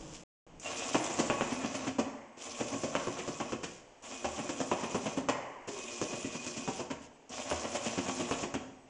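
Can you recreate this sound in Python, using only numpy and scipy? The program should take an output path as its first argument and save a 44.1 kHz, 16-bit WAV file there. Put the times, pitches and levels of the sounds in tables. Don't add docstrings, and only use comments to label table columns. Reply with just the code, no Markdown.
import sys
import numpy as np
from scipy import signal
from scipy.fft import rfft, irfft, next_fast_len
from scipy.io import wavfile
from scipy.ndimage import map_coordinates

SR = 44100
rng = np.random.default_rng(int(sys.argv[2]) if len(sys.argv) > 2 else 0)


def waveform_to_disk(signal):
    frames = np.transpose(np.atleast_2d(signal))
    scaled = np.clip(frames, -1, 1) * 32767
    samples = np.round(scaled).astype(np.int16)
    wavfile.write(sys.argv[1], SR, samples)


N = 392049
TIME = np.arange(N) / SR


def amp(db):
    return 10 ** (np.asarray(db) / 20)


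def unit(x):
    return x / np.sqrt(np.mean(x ** 2) + 1e-20)


def along(points, hz):
    f, v = np.transpose(points)
    return np.interp(np.log(hz + 1), np.log(f), v)


def wobble(rate):
    return map_coordinates(rng.standard_normal(int(N * rate / SR) + 4), [TIME * rate])


def pulse(s, half_s):
    return np.exp(-((TIME - s) / half_s) ** 2)


def decay(s, rise_s, t60):
    return np.clip((TIME - s) / rise_s, 0, 1) * amp(-60 * np.abs(TIME - s) / t60)


def filtered(x, response):
    n = x.shape[-1]
    m = next_fast_len(n + 8192)
    return irfft(rfft(x, m) * response(np.fft.rfftfreq(m, 1 / SR)), m)[..., :n]


def colour(x, spectrum):
    return unit(filtered(x, lambda hz: amp(along(spectrum, hz))))


def grains(rate):
    sizes = rng.standard_normal(N) * amp(2 * rng.standard_normal(N))
    return unit(sizes * (rng.random(N) < rate / SR))


def wavering(hz, width):
    phase = 2 * np.pi * np.cumsum(hz * np.ones(N)) / SR
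    return unit(wobble(width) * np.cos(phase) + wobble(width) * np.sin(phase))


# f/Hz, relative density/dB
AIR_SPECTRUM = [(20, -6), (45, -5), (80, -16.5), (150, -19), (270, -7.5), (700, -2), (1350, -16),
                (2950, -15), (3900, -27.5), (6800, -19.5), (7900, -27), (9000, -47.5)]
def background(whistle_hz=8005):
    air = amp(-61 + 0.96 * wobble(2.36)) * colour(rng.standard_normal(N), AIR_SPECTRUM)
    return air + amp(-83) * wavering(whistle_hz, width=27)


# f/Hz, T60/s
REVERB_TIMES = [(100, 1), (300, 0.88), (900, 0.79), (2500, 0.62), (7000, 0.69), (11000, 0.14)]
# f/Hz, gain/dB
WALL_GAIN = [(150, -1), (270, -3), (380, -2.5), (550, 0)]
def workshop(x, delay_s=0.009, segments=24):
    out = np.zeros(N + 2 * SR)
    for part in np.array_split(np.arange(N), segments):
        hz, t, noise = signal.stft(rng.standard_normal(SR), SR, nperseg=256)
        absorption = amp(-60 * t / along(REVERB_TIMES, hz)[:, None])
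        tail = signal.istft(noise * absorption, SR, nperseg=256)[1]
        echo = signal.fftconvolve(x[part], tail / np.linalg.norm(tail))
        out[part[0] + round(delay_s * SR):][:len(echo)] += echo
    return filtered(out[:N], lambda hz: amp(along(WALL_GAIN, hz)))


# t/s, level/dB, T60/s
LOW_BUMPS = [(.56, -56, 0.13), (4.247, -44.5, 0.4), (6.9, -48, 0.55), (7.513, -45, 0.68)]
# f/Hz, relative density/dB
BUMP_SPECTRUM = [(20, -6), (45, -35), (80, 30), (125, -11), (200, -34), (400, -62)]
def bumps(rise_s=0.015):
    envelope = sum(amp(db) * decay(s, rise_s, t60) for s, db, t60 in LOW_BUMPS)
    return envelope * colour(rng.standard_normal(N), BUMP_SPECTRUM)


# t/s, peak level/dB, half length/s
PAPER_RUSTLES = [(0.067, -57, 0.17), (0.153, -51, 0.021), (0.2, -66, 0.029), (3.707, -56, 0.1),
                 (7.042, -57, 0.03)]
# f/Hz, relative density/dB
PAPER_SPECTRUM = [(300, -34), (900, -10.5), (1800, -9.5), (2500, 0), (3300, 0.5), (3800, -6.5), (4500, -6),
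                  (5200, 0), (6100, 1), (7300, 3), (8000, -5.5), (9000, -14.5), (10200, -20),
                  (11000, -71.5)]
FLUTTER_SPECTRUM = [(12, -45), (20, 2), (90, -16.5), (168, -2.5), (219, -11), (310, -6), (390, -17),
                    (556, -10), (650, -24), (1030, -18.5), (4000, -54), (5200, -41), (8800, -120)]
def handling():
    swish = sum(amp(db) * pulse(s, half_s) for s, db, half_s in PAPER_RUSTLES)
    rustle = swish * colour(grains(rate=5300), PAPER_SPECTRUM)
    swing = amp(-47.5) * np.interp(TIME, [0, .13, .24, .6, .68], [0.93, 0.74, 0.36, 0.31, 0])
    return rustle + swing * colour(rng.standard_normal(N), FLUTTER_SPECTRUM)


# t/s, f/Hz, level/dB, T60/s, bandwidth/Hz
HOLLOW_MODES = [(0.95, 710, -38.5, 0.9, 70), (0.95, 329, -35.5, 0.49, 58), (1.19, 622, -44, 1.2, 79),
                (1.52, 268.6, -44, 0.9, 23), (1.99, 267.4, -47, 0.61, 24), (2.835, 596, -36, 0.25, 130),
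                (4.247, 590, -50, 1, 78), (4.603, 611, -39.5, 0.33, 63), (5.68, 385, -44, 1, 92),
                (6.016, 614, -42.5, 0.71, 45), (7.514, 594, -45, 1.9, 40), (8.085, 247.7, -39.5, 0.8, 19.8),
                (8.2, 238, -39, 0.51, 19.3)]
def hollows(rise_s=0.0045):
    return sum(amp(db) * decay(s, rise_s, t60) * wavering(hz, width)
               for s, hz, db, t60, width in HOLLOW_MODES)


# f/Hz, relative density/dB
ROD_SPECTRUM = [(180, -37), (260, -12), (430, -0.5), (570, 1.5), (1050, 4.5), (1300, -9.5), (1650, -6.5),
                (2070, -2.5), (2650, -13), (3050, -11.5), (3800, -65)]
def rods(ring_db=-39, hard_db=-30, steepness=2.73, t60=1.56, spread_s=0.056):
    power = np.zeros(N)
    for s, _, frame_db, *_ in KNOCKS:
        start = round(s * SR)
        t = TIME[:N - start]
        level_db = ring_db + steepness * (frame_db - hard_db) - 60 * t / t60
        power[start:] += (1 - np.exp(-t / spread_s)) * amp(level_db) ** 2
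    return np.sqrt(power) * colour(rng.standard_normal(N), ROD_SPECTRUM)


def squeak(s=0.669, hz=2770, db=-43.5, half_s=0.018):
    return amp(db) * pulse(s, half_s) * wavering(hz, width=150)


# t/s, peak level/dB
EDGE_SNAPS = [(0.598, -45.5), (1.041, -35.5), (4.024, -55), (5.29, -41.5), (6.465, -49), (7.294, -48),
              (8.54, -42.5)]
# f/Hz, relative density/dB
SNAP_SPECTRUM = [(800, -19), (2700, 1), (4200, -16), (6000, 11), (7400, 10.5), (8600, 0), (10000, -36)]
def snaps(t60=0.074):
    envelope = sum((TIME >= s) * amp(db - 60 * np.abs(TIME - s) / t60) for s, db in EDGE_SNAPS)
    return envelope * colour(rng.standard_normal(N), SNAP_SPECTRUM)


def scraping(edges_hz=(3900, 6500, 8700), depths_db=(2, 2.2, 2.2, 4.5)):
    rub = colour(grains(rate=11000) + amp(-5.5) * grains(rate=450), PAPER_SPECTRUM)
    bands = [filtered(rub, lambda hz: np.digitize(hz, edges_hz) == k) for k in range(len(depths_db))]
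    return unit(sum(band * amp(depth * wobble(45)) for band, depth in zip(bands, depths_db)))


# f/Hz, bandwidth/Hz, relative level/dB
FRAME_MODES = [(121, 13, -6.5), (164, 4, -2.5), (226, 16, -0.5), (270, 31.5, 4), (355.5, 7.4, 3),
               (453, 23, -23), (588, 180, -2.5), (733, 50, -9.5), (743, 28, -6), (948, 24, -7),
               (1101, 38, -2.5), (1357, 26, -4), (1520, 23, -10), (1516, 40, -17), (1710, 38, -7),
               (2554, 210, -2.5), (2990, 220, -23)]
def frame_response(spectrum, floor_db, size=8192):
    hz = np.fft.rfftfreq(size, 1 / SR)
    peaks = sum(amp(db) ** 2 / (1 + (2 * (hz - centre) / width) ** 2)
                for centre, width, db in FRAME_MODES)
    gain = amp(along(spectrum, hz)) * np.sqrt(peaks + amp(floor_db) ** 2)
    cepstrum = irfft(np.log(gain + 1e-6))
    causal_fold = np.r_[1, np.full(size // 2 - 1, 2), np.zeros(size // 2)]
    return irfft(np.exp(rfft(cepstrum * causal_fold)))[:size // 2]


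# start t/s, stop t/s, hiss level/dB, rumble level/dB, jolt level/dB,
# time to grip/s, fall of the hiss over the run/dB, whine level/dB
MOTOR_RUNS = [(0.603, 1.877, -42.5, -41, -79, 0.065, 8, -54),
              (2.368, 3.514, -47, -47.5, -56, 0.051, 5, -56),
              (4.022, 5.168, -49, -46.5, -66, 0.019, 0.5, -53.5),
              (5.673, 6.792, -46.5, -49.5, -48, 0.0066, 2, -50.5),
              (7.295, 8.421, -45.5, -43, -54, 0.041, 0, -53.5)]
# f/Hz, relative level/dB, bandwidth/Hz
GEAR_TONES = [(243.6, -55, 44), (359, -57.5, 20), (462.4, -59, 30), (594, -59, 55), (1100, -58.5, 130),
              (5970, -58.5, 240)]
# f/Hz, relative density/dB
BELT_SPECTRUM = [(40, -14), (90, 0.5), (170, -9), (250, -1.5), (400, -3.5), (650, 3), (1100, 0.5),
                 (1450, -5), (2000, -5.5), (3000, -13), (4000, -10), (9000, -87.5)]
def drive(turn_s=0.114, spin_up_s=0.12, stop_s=0.12, overrun_s=0.029, whine_hz=2502, whine_sag=0.012):
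    hiss, rumble, gears, whine, drag = np.zeros((5, N))
    for start, stop, hiss_db, rumble_db, _, grip_s, fall_db, whine_db in MOTOR_RUNS:
        braking = np.clip((stop + overrun_s - TIME) / stop_s + .5, 0, 1)
        grip, speed = (np.clip((TIME - start) / rise, 0, 1) * braking for rise in (grip_s, spin_up_s))
        travel = np.clip((TIME - start) / (stop - start), 0, 1)
        hiss += grip * amp(hiss_db - fall_db * travel)
        rumble += grip * amp(rumble_db)
        gears += speed
        whine += speed * amp(whine_db)
        turns = np.linspace(start, stop, round((stop - start) / turn_s) + 1)[1:]
        drag += sum(pulse(s, half_s=0.029) for s in turns)
    paper = hiss * amp(-1.17 + 2 * drag + 0.97 * wobble(70)) * scraping()
    shake = signal.fftconvolve(grains(rate=1400), frame_response(BELT_SPECTRUM, floor_db=-10))[:N]
    belts = rumble * amp(-6 + 4.5 * drag + 1.94 * wobble(35)) * unit(shake)
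    whir = gears * amp(-1) * sum(wavering(hz, width) * amp(db) for hz, db, width in GEAR_TONES)
    whine *= amp(-5 + 3 * wobble(7.8))
    pitch_hz = whine_hz * (1 - whine_sag * drag) + 18 * wobble(29)
    return paper + belts + whir + whine * wavering(pitch_hz, width=115)


def jolts(rise_s=0.0034, notes_hz=(241, 470)):
    return [(start, db, db, db - 6.5, db - 7, rise_s, *notes_hz) for start, _, _, _, db, *_ in MOTOR_RUNS]


# t/s, thud
# level/dB, frame level/dB, clack level/dB, paper tick level/dB, rise time/s (short: a clean blow, long: a
# rattle), low panel note f/Hz, high panel note f/Hz
KNOCKS = [(0.946, -33.5, -30.5, -35, -43.5, 0.00055, 300, 803),
          (1.095, -43, -44, -46, -51, 0.0049, 270, 620),
          (1.189, -31, -34, -39, -39.5, 0.0015, 345, 538),
          (1.3, -34, -32, -35, -59, 0.00013, 204, 590),
          (1.41, -38, -33, -37.5, -57, 0.000044, 230, 590),
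          (1.515, -38.5, -45, -45, -65, 0.0025, 260, 590),
          (1.635, -35, -44, -45, -55, 0.0043, 265, 465),
          (1.742, -41, -43, -43.5, -46, 0.0028, 330, 590),
          (1.867, -36, -44, -43, -48.5, 0.0051, 280, 538),
          (1.985, -31, -32.5, -43, -44.5, 0.0028, 264, 564),
          (2.601, -37.5, -36.5, -44.5, -48, 0.0019, 300, 460),
          (2.718, -37, -41, -47, -49, 0.013, 273, 1080),
          (2.835, -36.5, -38.5, -47, -47, 0.00077, 460, 556),
          (2.9525, -38.5, -32.5, -36.5, -48.5, 0.00016, 370, 562),
          (3.072, -35, -40.5, -50, -52.5, 0.0003, 280, 1100.0),
          (3.178, -44, -45, -44, -52, 0.011, 270, 475),
          (3.278, -37, -41.5, -51, -50, 0.00042, 284, 587),
          (3.402, -39.5, -38, -43, -53, 0.00054, 360, 830),
          (3.522, -36, -40, -45, -51, 0.00035, 270, 528),
          (3.633, -41.5, -47, -43, -46.5, 0.0015, 258, 980),
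          (4.245, -42, -35, -43, -49, 0.00072, 400, 580),
          (4.373, -39, -42.5, -45, -56, 0.015, 250, 1100.0),
          (4.493, -41, -42, -45, -46.5, 0.00041, 330, 563),
          (4.603, -35, -37.5, -45.5, -45, 0.00067, 500, 566),
          (4.715, -36.5, -32, -40, -57, 0.00049, 350, 1000),
          (4.829, -38.5, -41.5, -44, -52, 0.003, 240, 575),
          (4.946, -33, -35.5, -45.5, -47, 0.00079, 237, 430),
          (5.057, -36.5, -38.5, -42.5, -51, 0.0026, 260, 467),
          (5.172, -33, -37, -47, -51.5, 0.0018, 280, 450),
          (5.2872, -37, -30, -36.5, -43, 0.00053, 266, 596),
          (5.68, -50.5, -45.5, -52, -64, 0.0012, 340, 537),
          (6.0154, -36.5, -38, -46.5, -45, 0.00017, 410, 560),
          (6.123, -42, -43, -49, -59, 0.0065, 270, 570),
          (6.245, -38, -62, -47, -56, 0.00078, 240, 557),
          (6.344, -43, -47, -49.5, -52, 0.0027, 230, 470.0),
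          (6.4658, -46, -52.5, -49, -45.5, 0.00031, 320, 557),
          (6.568, -42, -53, -51, -47.5, 0.0011, 310, 510),
          (6.677, -36, -37.5, -47, -49.5, 0.00051, 280, 775),
          (6.793, -39.5, -40.5, -50.5, -50, 0.0025, 240, 627),
          (6.903, -42, -43, -45, -51.5, 0.0017, 280, 594),
          (7.5135, -42.5, -34.5, -41, -56, 0.00023, 350, 600),
          (7.632, -43.5, -40.5, -45, -61, 0.013, 230.0, 646),
          (7.742, -48, -37.5, -42.5, -45.5, 0.0093, 290, 587),
          (7.854, -38, -40, -41.5, -45.5, 0.0073, 355, 600),
          (7.976, -33, -41, -42.5, -49, 0.002, 186, 538),
          (8.083, -40.5, -38, -43, -47.5, 0.0013, 250, 800),
          (8.195, -36.5, -42, -46, -53, 0.0041, 270, 620),
          (8.312, -37.5, -34.5, -41.5, -48.5, 0.00023, 280, 579),
          (8.426, -36.5, -40, -44, -49, 0.0039, 205, 550),
          (8.542, -33.5, -40, -42, -52.5, 0.00056, 250, 763)]
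# f/Hz, relative density/dB
RATTLE_SPECTRUM = [(35, -29.5), (80, -6), (130, -3), (260, 3), (600, -1), (1050, -1.5), (1400, -6.5),
                   (1950, -5), (2500, -6), (3100, -3), (3900, -16.5), (5200, -18), (7100, -17),
                   (8300, -25.5), (10000, -57)]
STRIKE_SPECTRUM = [(60, -18), (250, -3.5), (370, -0.5), (480, 6), (660, -2.5), (1100, 4), (1550, 2),
                   (2050, -5.5), (2600, -2), (3100, -3.5), (3700, -26), (5800, -15), (7300, -15),
                   (10000, -47.5)]
def knocks(hold_s=0.011, rattle_t60=0.11, note_t60=0.08, hard_rise_s=0.00034, rebound_s=0.0121):
    lead = 256
    t = np.maximum(np.arange(-lead, SR // 4), 0) / SR
    body = frame_response(RATTLE_SPECTRUM, floor_db=-6)
    blow = frame_response(STRIKE_SPECTRUM, floor_db=-3)
    bands_hz = [(70, 165), (165, 430), (430, 1250), (1250, 3700), (4500, 10000)]
    below = lambda hz, edge: 1 / (1 + (hz / edge) ** 8)
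    rebound = 1 + 0.6 * np.exp(-((t - rebound_s) / 0.001) ** 2)
    out = np.zeros(N + SR)
    for s, thud_db, frame_db, clack_db, tick_db, rise, *notes_hz in list(KNOCKS) + jolts():
        attack = 1 - np.exp(-t / rise)
        fading = lambda t60, hold=0: attack * amp(-60 * np.maximum(t - rise - hold, 0) / t60)
        force = rng.standard_normal(len(t)) * fading(rattle_t60, hold_s) * rebound
        ring = signal.fftconvolve(force, body / np.linalg.norm(body))[:len(t)]
        hardness = 1 / (1 + rise / hard_rise_s)
        ring[lead:lead + len(blow)] -= 32 * hardness * blow / np.linalg.norm(blow)
        bands = [filtered(ring, lambda hz: below(hz, high) - below(hz, low)) for low, high in bands_hz]
        bands_db = [min(thud_db - 11.5, -47), thud_db - 2, frame_db - 1.95, clack_db - 2.47, tick_db]
        notes = [-fading(note_t60) * np.sin(2 * np.pi * hz * t) for hz in notes_hz]
        notes_db = [thud_db - 6, frame_db - 8]
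        for part, db in zip(bands + notes, bands_db + notes_db):
            rms = np.sqrt(np.sum(part ** 2) / (0.04 * SR))
            out[round(s * SR) - lead:][:len(t)] += amp(db) * part / rms
    return out[:N]


def scene():
    hits = amp(-0.63) * knocks() + snaps()
    motor = drive() + squeak()
    room = workshop(amp(-8) * hits + amp(-11) * motor)
    return (background() + room + rods() + hollows() + bumps() + handling() + motor + hits)[None]


def record(dry, silence_s=(0.237, 0.466), top_hz=11200):
    live = (TIME < silence_s[0]) | (TIME > silence_s[1])
    return filtered(dry * live, lambda hz: 1 / np.sqrt(1 + (hz / top_hz) ** 60))


dry = scene()
out = record(dry)
waveform_to_disk(out)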